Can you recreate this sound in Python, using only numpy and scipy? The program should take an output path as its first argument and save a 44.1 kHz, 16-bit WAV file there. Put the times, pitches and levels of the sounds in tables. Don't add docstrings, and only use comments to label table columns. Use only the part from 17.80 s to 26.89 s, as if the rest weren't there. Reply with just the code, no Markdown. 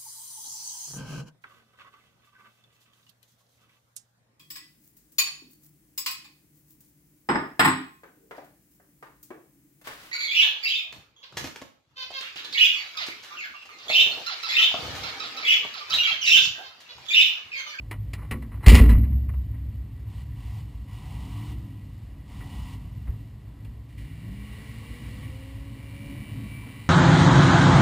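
import sys
import numpy as np
from scipy import signal
from scipy.fft import rfft, irfft, next_fast_len
from scipy.io import wavfile
from scipy.ndimage import uniform_filter1d

SR = 44100
rng = np.random.default_rng(int(sys.argv[2]) if len(sys.argv) > 2 else 0)


def voltage_ratio(decibels):
    exponent = np.asarray(decibels, float) / 20
    return 10 ** exponent


def transcribe(signal):
    frames = np.atleast_2d(signal).T
    limited = np.clip(frames, -1, 1)
    pcm = np.round(limited * 32767).astype(np.int16)
    wavfile.write(sys.argv[1], SR, pcm)


N = 400869
TIME = np.arange(N) / SR
IDLE_HZ = 26


def slam():
    # pitch_hz [Hz], level_db [dB], t60_s [s]
    shell = [(52.9, -19.2, 1.0), (58.1, -5, 2.4), (72.3, -10, 1.1), (84.8, -2.6, .35), (98.8, -13.3, 2.2),
             (175, -18.2, .41), (190.6, -24.2, 1.2), (251.4, -19.9, .95)]
    # start_s [s], signed force [relative], push_ms [ms]
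    blows = [
        (.8699, -.89, 2.2),
        (.8736, 1.48, 14),
        (.911, -.67, 9.5),
        (.9467, -.48, 6.5),
        (.9999, -.65, 12.7),
        (1.0916, -.25, 6.9),
        (1.139, .63, 13.6),
        (1.164, -.68, 13.2),
    ]
    # pitch_hz [Hz], level_db [dB], t60_s [s]
    panels = [(164, -5, 0.68), (222, -4, 1.05), (233.7, -2.5, 0.49), (265.5, -7, 0.8), (335, -12, 0.26),
              (358, -11.5, 0.4), (408, -8, 0.13), (436, -12.5, 0.33), (513, -16.5, 0.4), (616, -24.5, 0)]
    # start_s [s], level_db [dB], thump_db [dB]
    knocks = [(.512, -34.5, -36), (.545, -35, -46), (0.871, -20.5, -60), (.918, -14, -60),
              (0.955, -23, -69), (1.001, -19, -54), (1.04, -28.5, -56), (1.1, -30, -51), (1.2, -45, -43),
              (5.285, -46, -29), (5.852, -53, -51), (8.871, -47, -52)]
    boom = ring(pushes(blows), shell)
    panel_ring = ring(pushes([(s, voltage_ratio(db), 1.2) for s, db, _ in knocks]), panels)
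    thump_force = pushes([(s, voltage_ratio(thump_db), 8) for s, _, thump_db in knocks])
    thump = ring(thump_force, [(62.3, 11, 0.13), (72, 5.6, 0.12)])
    settle_s, settle_hz, settle_db, settle_db_per_s = 1.19, 66.9, -21, 21.5
    sway = np.sqrt(2) * np.sin(2 * np.pi * settle_hz * (TIME - settle_s))
    return boom + panel_ring + thump + voltage_ratio(settle_db) * swell(settle_s, .03, settle_db_per_s) * sway


def clicks():
    # pitch_hz [Hz], level_db [dB], t60_s [s]
    skin = [(1016, 0, 0.19), (1288, -5.5, 0.068), (1390, -7.5, .07), (1700, 7, .05), (2100, -13, .07),
            (2170, -10, 0.037), (2220, -11, .09), (2620, -24, 0.18), (2860, 0.5, 0.074), (3870, -11, .08),
            (4062, 1.5, 0.11), (4930, -17, 0.14)]
    # start_s [s], grit_db [dB], tilt_db [dB per band], t60_s [s], ring_db [dB]
    latch_and_crash = [(0.113, -37, -5, 0.1, -40), (0.335, -45, 1, 0.11, -42),
                       (0.381, -51.5, -21, 0.33, -63), (0.426, -53.5, -12, 0.18, -54),
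                       (0.513, -29, -5, 0.097, -37), (0.623, -48, -7.5, 0.11, -46.5),
                       (0.715, -51.5, -24.5, 0.38, -66), (0.807, -58, -10, 0.11, -58),
                       (0.83, -43.5, -34, 0.51, -47), (0.864, -26, 1, 0.13, -28),
                       (0.881, -29.5, 2.5, 0.37, -30), (0.948, -26.5, 1.5, 0.2, -32),
                       (0.987, -46, -17, 0.085, -31), (1.039, -52, -6, 0.52, -45.5),
                       (1.093, -38, -3, 0.15, -30), (1.179, -53.5, -2.5, 0.082, -46),
                       (1.109, -46, -8, 0.098, -38.5), (1.236, -54.5, -8, 0.15, -51)]
    # start_s [s], grit_db [dB], tilt_db [dB per band],
    # t60_s [s], ring_db [dB]
    ticks = [
        (1.319, -55, -12, .1, -64),
        (1.4925, -41, -10, .05, -52),
        (1.540, -46, -10, .05, -56),
        (1.74, -57, -12, .15, -62),
        (4.609, -46, -9, .09, -58),
        (5.272, -53, -18, .22, -75),
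        (5.849, -55, -1, .075, -54),
        (8.867, -54, -9, .15, -64),
    ]
    # pitch_hz [Hz], level_db [dB per Hz]
    crash = [(180, -17), (300, 11.5), (502, -8), (661, -18.5), (712, -18.5), (1270, -16.5), (1590, -19.5),
             (2020, -8.5), (3630, -15.5), (4220, -14), (6000, -13), (7800, -49), (13200, -120)]
    grit = colour(rng.standard_normal(N) * voltage_ratio(2.0 * walk(300)), crash)
    bands = []
    for edges in [(650, 1400), (1700, 3000), (3000, 5400)]:
        band = signal.sosfilt(signal.butter(2, edges, "band", fs=SR, output="sos"), grit)
        bands.append(band / np.std(band))
    bands = np.array(bands) * np.c_[[1, -1, 1]]
    band_number = np.c_[[0, 1, 2]]
    middle_db = np.c_[[0, 1, 0]]
    fall_rate = np.c_[[.8, 1, 1.3]]
    out, shake = np.zeros(N), np.zeros(N)
    for s, db, tilt_db, t60, ring_db in latch_and_crash + ticks:
        i = int((s - .003) * SR)
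        t = TIME[:min(N - i, SR // 2)]
        now = slice(i, i + len(t))
        fall_db = -60 * t / np.clip(t60, .03, .6)
        rise = 1 - np.exp(-t / .0035)
        gain = voltage_ratio(db + tilt_db * band_number + middle_db + fall_rate * fall_db)
        out[now] += rise * np.sum(gain * bands[:, now], axis=0)
        shake[now] += rise * voltage_ratio(ring_db - 32.5 + 2.3 * fall_db)
    return out + ring(shake * rng.standard_normal(N), skin)


def blips():
    # pitch_hz [Hz], level_db [dB per Hz]
    roar_colour = [(240, -33), (400, -23), (433, -7.5), (622, -36), (721, -5), (884, -8.5), (968, -2.5),
                   (1440, -18.5), (1690, -21.5), (1950, -10.5), (2560, -13.5), (2870, -9), (3330, -13.5),
                   (4320, -16), (6000, -18), (7800, -54), (13200, -120)]
    hz, loud, opened = throttle()
    shut_share_db, open_share_db = -8.5, -8.5
    share_db = shut_share_db + (open_share_db - shut_share_db) * opened
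    cycle, roar = engine(hz, roar_colour, share_db, firing_db=3, wobble=0.00195)

    hum = tones(cycle, [(2.7, 10), (4, 3.5), (5, 3), (7, -1), (8, -5), (11, -19)])
    gate = np.interp(TIME, [2.05, 2.1, 5.3, 5.4], [0, 1, 1, 0])
    hum_db = -62 + 0.62 * (hz - IDLE_HZ)

    whine = tones(cycle, [(17, -10), (22, -6), (25, -1), (28, -3)])
    gaining = np.clip(np.gradient(hz) * SR / 30, 0, 1)
    pull = gaining * np.clip((hz - 27.5) / 3, 0, 1)
    return voltage_ratio(3.0) * loud * roar + gate * voltage_ratio(hum_db) * hum + voltage_ratio(-61) * pull * whine


def throttle():
    # opens_s [s], shuts_s [s], top_hz [cycles per s], roar_db [dB]
    presses = [
        (2.241, 2.418, 28, -59),
        (2.537, 2.8, 30.5, -57),
        (3.062, 3.72, 42.5, -52.5),
        (4.449, 4.94, 37, -52.5),
    ]
    open_s, build_db, sag_hz_per_s = 0.069, 5.5, 21
    shut_s, shut_db, coast_db_per_s = 0.038, 10, 17.5
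    hz, loud, opened = np.full(N, 1. * IDLE_HZ), np.zeros(N), np.zeros(N)
    for opens, shuts, top_hz, db in presses:
        u = np.clip((TIME - opens) / (shuts - opens), 0, 1)
        after = np.maximum(TIME - shuts, 0)
        wound_up = u * u * (3 - 2 * u)
        hz = np.maximum(hz, IDLE_HZ + (top_hz - IDLE_HZ) * wound_up - sag_hz_per_s * after)
        start = np.clip((TIME - opens) / open_s, 0, 1)
        drop = np.minimum(after / shut_s, 1)
        loud += start * voltage_ratio(db - build_db * (1.5 - u) - shut_db * drop - coast_db_per_s * after)
        opened += start * (1 - drop)
    return hz, loud, opened


def leaving():
    # start_s [s], firing_hz [Hz], level_db [dB]
    far_note = [
        (6.1, 138, -60),
        (6.3, 152, -50),
        (6.6, 203, -47),
        (6.9, 222, -52),
        (7.33, 251, -52),
        (7.87, 278, -50),
        (8.0, 271, -51),
        (8.38, 286, -50),
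        (8.46, 287, -70),
    ]
    # multiple [ratio], level_db [dB]
    orders = [(2, 0), (2.35, -16), (3, -15), (3.45, -15)]
    # pitch_hz [Hz], level_db [dB per Hz]
    rush_colour = [(240, -27), (400, -3.5), (537, -3), (595, -11), (855, -6), (1100, -0.5), (1200, -7),
                   (1610, -8), (1950, -1), (2340, 0), (2560, -8), (2810, -2), (3370, -10), (3770, -9),
                   (6000, -16.5), (7800, -58), (13200, -120)]
    # start_s [s], rush_db [dB]
    driving = [
        (6.09, -70.5),
        (6.17, -80),
        (6.182, -67),
        (6.41, -61),
        (6.75, -54),
        (7.4, -53.5),
        (7.85, -58.5),
        (8.3, -54.5),
        (8.8, -54),
    ]
    # [repeating share, dB]
    driving_speed = [
        (5.9, 32, -9),
        (6.3, 33.5, -4),
        (6.9, 39, -6),
        (7.75, 44, -6),
        (8.0, 36.2, -3),
        (8.45, 38.4, -1),
        (8.8, 40.1, -1),
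        (9.09, 39.4, -1),
    ]
    # start_s [s], added_db [dB relative to the rush], fall_db [dB per s]
    bites = [
        (6.092, 4, 60),
        (6.125, 4, 150),
        (6.179, 4, 150),
    ]

    gate, hz, first_db = curve(far_note)
    upper_db = first_db - 11 - .25 * np.maximum(235 - hz, 0)
    turn = np.cumsum(hz * (1 + .002 * walk(30))) / SR
    note = gate * (voltage_ratio(first_db) * tones(turn, [(1, 0)]) + voltage_ratio(upper_db) * tones(turn, orders))

    _, rush_db = curve(driving)
    _, hz, share_db = curve(driving_speed)
    cycle, rush = engine(hz, rush_colour, share_db, firing_db=7, wobble=.0005)
    _, tyres = engine(hz, rush_colour, -9, firing_db=3, wobble=.002)
    below = signal.butter(2, 1450, fs=SR, output="sos")
    high = rush - signal.sosfiltfilt(below, rush)
    high = high + swell(8.15, .3, 0) * singing(cycle)
    high = high * (1 + sum(voltage_ratio(db) * swell(s, .003, fall_db) for s, db, fall_db in bites))
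    low = signal.sosfiltfilt(below, tyres)
    return note + swell(driving[0][0], 0.0051, 0) * voltage_ratio(rush_db + 2.0) * (high + voltage_ratio(-0.5) * low)


def singing(cycle):
    # pitch_hz [Hz], width_hz [Hz], level_db [dB relative to the rush]
    gear_peaks = [(1930, 110, -20), (2320, 110, -11), (2780, 90, -18), (3020, 70, -17), (3880, 90, -22)]
    comb = tones(cycle, [(k, 0) for k in range(44, 104, 2)])
    out = np.zeros(N)
    for hz, width, db in gear_peaks:
        peak = signal.iirpeak(hz, hz / width, fs=SR)
        out += voltage_ratio(db + 3 + 2.2 * walk(7)) * signal.filtfilt(*peak, comb)
    return out


def rumble():
    # pitch_hz [Hz], level_db [dB per Hz]
    boom_colour = [(12, -70), (20, -33), (24, -31.5), (30, -37), (49, 0.5), (65, 5.5), (80, -11),
                   (108, 3.5), (119, -8), (140, -12), (180, -23), (310, -120)]
    # pitch_hz [Hz], level_db [dB per Hz]
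    drone_colour = [(65, -25), (110, -4), (157, -10.5), (172, -21), (209, -11), (237, -20), (276, -13),
                    (313, -22), (486, -45), (590, -34.5), (700, -39), (910, -67), (1540, -120)]
    # start_s [s], level_db [dB]
    idling = [(0.0, -40.5), (0.2, -33.5), (0.76, -35.5), (2.0, -34.5), (2.3, -37.5), (2.8, -34),
              (3.0, -37.5), (3.4, -34.5), (4.2, -42), (4.7, -37.5), (5.3, -36), (6.1, -41.5), (6.5, -38),
              (6.95, -41.5), (7.3, -38.5), (8.5, -41.5), (9.09, -46.5)]
    # peak_s [s], length_s [s], swell_db [dB]
    revs = [
        (3.402, .35, 6),
        (4.699, 0.23, 7),
        (6.503, 0.11, 7),
        (7.307, 0.39, 5),
        (8.488, 0.55, 11.5),
    ]
    # peak_s [s], level_db [dB], fall_db [dB per s]
    shudder = [
        (0.949, -15.5, 55),
        (1.03, -21.5, 56),
    ]
    boom_shake, drone_shake = [voltage_ratio(db) * swell(s, .07, fall_db) for s, db, fall_db in shudder]
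    revs_db = sum(db * np.exp(-((TIME - s) / length) ** 2 * 2) for s, length, db in revs)
    boom = colour(rng.standard_normal(N), boom_colour)
    drone = restless(drone_colour, 1.67, 6.9)
    _, idling_db = curve(idling)
    return (voltage_ratio(idling_db) + boom_shake) * boom + (voltage_ratio(-47.5 + revs_db) + drone_shake) * drone


def night_air():
    # pitch_hz [Hz], level_db [dB per Hz]
    night = [(240, -15), (400, 1), (549, -3), (581, -21), (651, -4.5), (990, -6.5), (1020, -5),
             (1110, -7.5), (1460, -13), (1930, -8.5), (2560, -11.5), (2970, -12), (3220, -13), (4370, -15),
             (6000, -20), (7800, -61), (13200, -120)]
    return voltage_ratio(-63.5) * restless(night, 1.0, 13)


def cabin(x):
    # pitch_hz [Hz], width_hz [Hz], lift_db [dB]
    case = [(988, 24, 5), (1119, 13, 7.5), (1943, 64, 7.5), (2306, 14, 5.5), (2770, 26, 6.5), (2937, 20, 8),
            (4270, 27, 4.5)]
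    out = x
    for hz, width, db in case:
        out = out + (voltage_ratio(db) - 1) * signal.lfilter(*signal.iirpeak(hz, hz / width, fs=SR), x)
    return out


def engine(hz, spectrum, share_db, firing_db, wobble):
    cycle = np.cumsum(hz * (1 + wobble * walk(20))) / SR
    place = np.arange(512) / 512
    puffs = rfft(np.exp(-(4 * place % 1) / 0.88) * rng.standard_normal(512))
    order = np.arange(len(puffs))
    order_db = firing_db * ((order % 2 == 0) / 2 + (order % 4 == 0) / 2)
    order_db = order_db + 2.0 * rng.standard_normal(len(order))
    pattern = irfft(puffs / abs(puffs) * voltage_ratio(order_db))
    firing = colour(np.interp(cycle % 1, place, pattern, period=1), spectrum)
    gas = (1 + 0.084 * np.cos(8 * np.pi * cycle)) * restless(spectrum, 0.7, 16)
    share = np.clip(voltage_ratio(share_db), 0, 1)
    return cycle, share * firing + np.sqrt(1 - share ** 2) * gas


def tones(cycle, orders):
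    out = np.zeros(N)
    for k, db in orders:
        out += voltage_ratio(db + 1.8 * walk(8)) * np.sqrt(2) * np.sin(2 * np.pi * k * cycle)
    return out


def pushes(rows):
    force = np.zeros(N)
    for s, size, ms in rows:
        push = np.hanning(int(ms * SR / 1000) + 2)
        i = int(s * SR)
        force[i:i + len(push)] += size * push / push.sum()
    return force


def ring(x, modes):
    out = np.zeros(N)
    for hz, db, t60 in modes:
        pole = np.exp((2j * np.pi * hz - np.log(1000) / np.maximum(t60, 1e-9)) / SR)
        out += voltage_ratio(db) * signal.lfilter([1], [1, -pole], x).imag
    return out


def swell(s, rise_s, fall_db):
    rise = np.clip(1 + (TIME - s) / rise_s, 0, 1) ** 2
    return rise * voltage_ratio(-fall_db * np.maximum(TIME - s, 0))


def curve(table):
    s, *columns = np.transpose(table)
    gate = np.interp(TIME, [s[0] - .05, s[0], s[-1], s[-1] + .1], [0, 1, 1, 0])
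    return [gate] + [np.interp(TIME, s, c) for c in columns]


def restless(spectrum, flicker_db, rate):
    x = colour(rng.standard_normal(N), spectrum)
    lows = [0]
    for edge in 375 * 2. ** np.arange(5):
        lows.append(signal.sosfiltfilt(signal.butter(2, edge, fs=SR, output="sos"), x))
    lows.append(x)
    return sum((b - a) * voltage_ratio(flicker_db * walk(rate)) for a, b in zip(lows, lows[1:]))


def colour(x, spectrum):
    size = next_fast_len(N)
    hz, db = np.transpose(spectrum)
    octave = np.log2(np.arange(size // 2 + 1) * SR / size + 1)
    beyond = np.maximum(np.log2(hz[0]) - octave, 0) + np.maximum(octave - np.log2(hz[-1]), 0)
    gain = voltage_ratio(np.interp(octave, np.log2(hz), db) - 30 * beyond)
    y = irfft(rfft(x, size) * gain, size)[:N]
    return y / np.std(y)


def walk(rate):
    k = int(SR / rate)
    steps = np.repeat(rng.standard_normal(N // k + 1), k)
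    w = uniform_filter1d(uniform_filter1d(steps, k), k)[:N]
    return w / np.std(w)


def scene():
    mono = slam() + rumble() + cabin(clicks() + blips() + leaving() + night_air())
    return np.array([mono, mono])


def top_cut(x):
    return signal.sosfilt(signal.butter(12, 15690, fs=SR, output="sos"), x)


def record(dry):
    mic = signal.sosfilt(signal.butter(2, 32, "high", fs=SR, output="sos"), dry)
    slow = np.clip(signal.resample_poly(mic, 40, 147, axis=1), -1, 1)
    held = np.repeat(slow, 4, axis=1)
    back = signal.resample_poly(held, 147, 160, axis=1)[:, :N]
    strain = uniform_filter1d(back[0] ** 2, size=2000)
    unsteady = voltage_ratio(-24) * strain * walk(210) * back[0]
    hiss = voltage_ratio(-77.5) * signal.lfilter(*signal.butter(2, 5000, fs=SR), rng.standard_normal(N))
    back = signal.sosfiltfilt(signal.butter(12, 15500, fs=SR, output="sos"), back)
    mix = np.clip(back + (unsteady + hiss) * np.c_[[1, -1]], -1, 1)
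    return top_cut(mix)


dry = scene()
out = record(dry)
transcribe(out)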